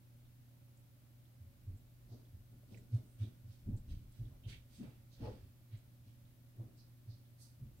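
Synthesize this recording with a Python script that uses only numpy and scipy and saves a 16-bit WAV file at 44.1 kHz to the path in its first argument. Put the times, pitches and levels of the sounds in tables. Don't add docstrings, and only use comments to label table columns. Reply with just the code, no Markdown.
import sys
import numpy as np
from scipy import signal
from scipy.fft import rfft, irfft
from scipy.io import wavfile
from scipy.ndimage import uniform_filter1d

SR = 44100
rng = np.random.default_rng(int(sys.argv[2]) if len(sys.argv) > 2 else 0)


def bounce(signal):
    frames = np.transpose(np.atleast_2d(signal))
    limited = np.clip(frames, -1, 1)
    pcm = np.round(limited * 32767).astype(np.int16)
    wavfile.write(sys.argv[1], SR, pcm)


N = 343980
T = np.arange(N) / SR
HZ = np.fft.rfftfreq(N, 1 / SR)

# (harmonic number, relative level [dB])
HUM_PARTIALS = [(1, -0.5), (2, -23.5)]
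# (time [s], gain [dB])
NEARNESS = [(2.0, -12), (2.8, 1.5), (4.2, -1.5), (5.0, -7), (7.8, -15)]
# (time [s], thump level [dB], thump frequency [Hz], rebound level [dB],
# scuff level [dB], scuff centre [Hz], jolt level [dB])
GRIP_SHIFTS = [(1.424, -49.5, 90.5, -53.5, -81, 179.5, -70), (1.692, -39, 96, -43.5, -67, 200, -54.5),
               (2.128, -46, 112, -64, -61, 290, -65), (2.349, -47, 94.5, -53, -76, 179, -62.5),
               (2.532, -53, 106, -60, -68, 210, -65), (2.73, -48.5, 108, -56, -57.5, 209, -66),
               (2.951, -26.5, 113.5, -46, -57, 225, -68), (3.226, -30.5, 105.6, -46, -55.5, 190, -58),
               (3.454, -48.5, 102, -46.5, -68, 180, -74), (3.694, -36.5, 103.7, -33, -59, 240, -44.5),
               (3.91, -43, 85, -43, -63, 150, -44.5), (4.215, -36, 116, -44.5, -62, 191, -53),
               (4.326, -49.5, 121, -74, -71, 394, -73), (4.472, -39.5, 109, -52, -64.5, 273, -50.5),
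               (4.838, -51, 130, -49.5, -61, 320, -62), (5.24, -41.5, 112, -41.5, -51, 288, -49),
               (5.437, -51, 94, -59, -76, 200, -72), (5.745, -39, 111.6, -61, -69, 200, -67),
               (6.078, -52, 106, -70, -74, 180, -72), (6.607, -39, 116, -47.5, -59, 270, -69),
               (7.095, -42, 109, -51, -69.5, 180, -71), (7.628, -43, 122, -49, -61.5, 161, -55.5)]
# (time [s], level [dB])
HAND_TREMOR = [(0, -90), (0.28, -65), (0.55, -83), (2.0, -69.5), (4.3, -68), (6.0, -73.5), (7.8, -79.5)]
# (time [s], knock level [dB], ring level [dB])
HARD_SHOVES = [(3.692, -45, -71.5), (4.815, -45.5, -69), (5.228, -50, -49)]
# (time [s], level [dB], length [s], centre [Hz], spread [octaves])
SKIN_SLIDES = [(2.136, -74, 0.099, 4900, 0.57), (2.742, -73.5, 0.125, 4620, 1.4),
               (2.954, -70.5, 0.09, 3600, 1.7), (3.124, -80, 0.26, 8550, 0.39),
               (3.227, -67.5, 0.095, 2610, 1.6), (3.238, -69, 0.054, 3600, 0.12),
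               (3.534, -74.5, 0.13, 4700, 1.4), (3.92, -68.5, 0.09, 3360, 1.4),
               (4.18, -77, 0.24, 3800, 2.1), (4.452, -67.5, 0.038, 3050, 0.35),
               (4.507, -58.5, 0.072, 3400, 1.36), (4.535, -59.5, 0.055, 2560, 0.57),
               (4.77, -68.5, 0.16, 4600, 1.5), (4.85, -71, 0.13, 2070, 1),
               (5.141, -70.5, 0.075, 4700, 0.65), (5.262, -65.5, 0.17, 2400, 1.6),
               (5.747, -72, 0.089, 2500, 0.94), (6.088, -79.5, 0.13, 3970, 1.1),
               (6.805, -71, 0.077, 4900, 0.36), (7.124, -71.5, 0.092, 4650, 0.41),
               (7.427, -66, 0.079, 9400, 0.5), (7.431, -66.5, 0.089, 5440, 0.51)]
# (time [s], level [dB], frequency [Hz], left minus right [dB])
SMALL_TICKS = [(2.633, -59, 576, 4), (2.745, -53, 2380, -13), (2.774, -53, 2000, -13),
               (3.765, -57, 7800, -7), (3.774, -61, 4550, -12), (4.121, -57, 8550, -9)]
# (frequency [Hz], width [Hz], gain [dB])
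CASING_MODES = [(234, 150, 8.5), (444, 36, -3), (630, 52, 2), (1270, 180, 4), (2110, 500, 1),
                (3580, 3400, 5), (4660, 120, 2.5), (6350, 230, 4.5), (7250, 1100, -4), (8270, 680, 5.5)]
# (frequency [Hz], width [Hz], gain [dB])
CAVITY_MODES = [(437, 73, 10), (500, 50, 9), (564, 55, 9.5), (730, 30, 3), (851, 23, 17.5), (1900, 130, 15)]
# (first time [s], level before nearness gain [dB], frequency [Hz])
CLOCK_BEATS = [(0.2528, -65.5, 3480), (0.772, -61.5, 7640)]
# (frequency [Hz], relative spectral density [dB])
ROOM_SPECTRUM = [(20, -12.5), (35, -5.5), (42, 2.5), (54, -6), (95, 4), (150, -1), (200, -9), (238, -3.5),
                 (330, -12), (460, -25.5), (580, -15.5), (680, -23), (1100, -32.5), (15000, -61)]
# (frequency [Hz], relative spectral density [dB])
HISS_SPECTRUM = [(100, 5.5), (1000, 2), (2000, 1), (4000, -0.5), (6500, -3.5), (9000, -3.5), (12500, 1.5),
                 (15500, 1)]
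# (frequency [Hz], correlation [0 to 1])
COHERENCE = [(20, 0.3), (120, 0.62), (250, 0.81), (500, 0.52), (1000, 0), (16000, 0)]


def transformer_hum(hum_hz=120.005, hum_db=-62.5, waver=0.15, whine_hz=1446, whine_db=-95):
    drift = slow_drift(4)
    core = sum(gain_of(db) * np.sin(2 * np.pi * (harmonic * hum_hz * T + rng.random()))
               for harmonic, db in HUM_PARTIALS)
    hum = gain_of(hum_db) * core * (1 + waver * drift) * panned(-0.65)
    whine = gain_of(whine_db) * gain_curve(NEARNESS) * np.sin(2 * np.pi * whine_hz * T + drift)
    return np.sqrt(2) * (hum + whine)


def grip_thumps(width_s=0.031, rebound_s=0.051):
    out, t = np.zeros((2, N)), np.arange(-SR // 10, SR // 10) / SR
    pulse = np.exp(-np.log(2) * (2 * t / width_s) ** 2)
    for s, push_db, hz, rebound_db, *_ in GRIP_SHIFTS:
        for at, db in (s, push_db), (s + rebound_s, rebound_db):
            rocking = np.cos(2 * np.pi * (hz * t + rng.random()))
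            add(out, at + t[0], gain_of(db) * pulse * rocking * panned(-0.93))
    return out


def camera_sway(centre_hz=40, lag_s=0.027):
    shake = noise(octave_band(HZ, centre_hz, octaves=1.64))
    power = gain_curve(HAND_TREMOR) ** 2
    for s, *_, jolt_db in GRIP_SHIFTS:
        power += (gain_of(jolt_db) * swell(T - s - lag_s, rise_s=0.06, fall_s=0.076)) ** 2
    return np.sqrt(power) * evened(shake.mean(0) + 0.2 * shake)


def friction(strokes, modes, pan_db, grain_db, ripple_db, low_share=1, size=24576):
    out, hz = np.zeros((2, N)), np.fft.rfftfreq(size, 1 / SR)
    t = (np.arange(size) - size // 3) / SR
    body_db = sum(db * resonance(hz, centre, width) for centre, width, db in modes)
    for s, db, rise_s, fall_s, centre_hz, octaves in strokes:
        slips = rng.standard_normal((2, size))
        slips *= gain_of(grain_db * np.minimum(rng.exponential(1, size), 5))
        ripple = ripple_db * evened(uniform_filter1d(rng.standard_normal(len(hz)), size=90))
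        skirt = octaves * np.where(hz < centre_hz, low_share, 1)
        rub = coloured(slips, hz, gain_of(body_db + ripple) * octave_band(hz, centre_hz, skirt))
        envelope = swell(t, rise_s, fall_s)
        stroke = evened(rub * envelope) * np.sqrt(np.mean(envelope ** 2))
        add(out, s + t[0], gain_of(db) * stroke * panned(pan_db))
    return out


def casing_shoves(knock_hz=220, ring_hz=487, lag_s=0.052):
    knocks = [(s, db, 0.021, 0.037, knock_hz, 0.66) for s, db, _ in HARD_SHOVES]
    rings = [(s + lag_s, db, 0.048, 0.043, ring_hz, 1.12) for s, _, db in HARD_SHOVES]
    return (friction(knocks, CASING_MODES, pan_db=1.5, grain_db=2.0, ripple_db=0.7)
            + friction(rings, CAVITY_MODES, pan_db=0.5, grain_db=5.0, ripple_db=1.5))


def palm_scuffs(lag_s=0.014, rise_s=0.043, fall_s=0.075, octaves=1.32):
    strokes = [(s + lag_s, db, rise_s, fall_s, hz, octaves) for s, *_, db, hz, _ in GRIP_SHIFTS]
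    return friction(strokes, CASING_MODES, pan_db=1.6, grain_db=2.5, ripple_db=0.5)


def skin_slides(rise_share=0.38, fall_share=0.61):
    strokes = [(s, db, rise_share * length, fall_share * length, hz, octaves)
               for s, db, length, hz, octaves in SKIN_SLIDES]
    return friction(strokes, CASING_MODES, pan_db=-4.5, grain_db=2.5, ripple_db=2.16, low_share=0.98)


def ticks(events, ring_cycles=2.9, tail_s=0.01, tail_db=-15, octaves=0.38, size=4096):
    out, t, hz = np.zeros((2, N)), np.arange(size) / SR, np.fft.rfftfreq(size, 1 / SR)
    attack = 1 - np.exp(-t / 0.0008)
    for s, db, ring_hz, pan_db in events:
        ring = np.sin(2 * np.pi * ring_hz * t) * np.exp(-t * ring_hz / ring_cycles)
        scatter = coloured(rng.standard_normal((2, size)), hz, octave_band(hz, ring_hz, octaves))
        tail = gain_of(tail_db) * scatter * np.exp(-t / tail_s)
        add(out, s, gain_of(db) * (ring + tail) * attack * panned(pan_db))
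    return out


def clock(period_s=1, near_share=0.45, pan_db=-6.5):
    beats = [(s, db + near_share * np.interp(s, *np.transpose(NEARNESS)), hz, pan_db)
             for first, db, hz in CLOCK_BEATS for s in np.arange(first, N / SR, period_s)]
    return ticks(beats, ring_cycles=8.3, tail_s=0.02, tail_db=-10, octaves=0.24)


def room_murmur(murmur_db=-67, drone_db=-89.5):
    murmur = gain_of(murmur_db) * noise(gain_of(spectrum_at(ROOM_SPECTRUM, HZ)))
    band = noise(resonance(HZ, centre_hz=555, width_hz=22))
    drone = gain_of(drone_db + 0.5 * slow_drift(0.9)) * band
    return murmur * panned(-1.7) + drone


def microphone_hiss(db=-72.5):
    return gain_of(db) * noise(gain_of(spectrum_at(HISS_SPECTRUM, HZ)))


def gain_of(db):
    return 10 ** (np.asarray(db) / 20)


def gain_curve(points):
    return gain_of(np.interp(T, *np.transpose(points)))


def evened(x):
    return x / np.sqrt(np.mean(x ** 2) + 1e-30)


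def spectrum_at(points, hz):
    point_hz, value = np.transpose(points)
    return np.interp(np.log(hz + 1), np.log(point_hz + 1), value)


def octave_band(hz, centre_hz, octaves):
    return np.exp(-(np.log2((hz + 1) / centre_hz) / octaves) ** 2)


def resonance(hz, centre_hz, width_hz):
    return 1 / (1 + (2 * (hz - centre_hz) / width_hz) ** 2)


def swell(t, rise_s, fall_s):
    return np.where(t < 0, np.exp(-(t / rise_s) ** 2), np.exp(-abs(t) / fall_s))


def panned(pan_db):
    return gain_of(np.array([[pan_db], [-pan_db]]) / 2)


def add(mix, s, sound):
    part = mix[:, max(round(s * SR), 0):][:, :sound.shape[1]]
    part += sound[:, :part.shape[1]]


def coloured(drive, hz, gain):
    left, independent = rfft(drive)
    likeness = np.clip(spectrum_at(COHERENCE, hz), -1, 1)
    right = likeness * left + np.sqrt(1 - likeness ** 2) * independent
    return evened(irfft(np.array([left, right]) * gain, drive.shape[1]))


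def noise(gain):
    return coloured(rng.standard_normal((2, N)), HZ, gain)


def slow_drift(cutoff_hz):
    return evened(irfft(rfft(rng.standard_normal(N)) * np.exp(-HZ / cutoff_hz), N))


def scene():
    hum = transformer_hum()
    handling = grip_thumps() + camera_sway() + casing_shoves() + palm_scuffs() + skin_slides()
    return hum + handling + ticks(SMALL_TICKS) + clock() + room_murmur() + microphone_hiss()


def record(dry):
    low_pass = signal.firwin(511, cutoff=15870, window=("kaiser", 9), fs=SR)
    return signal.oaconvolve(dry, low_pass[None], "same")


dry = scene()
out = record(dry)
bounce(out)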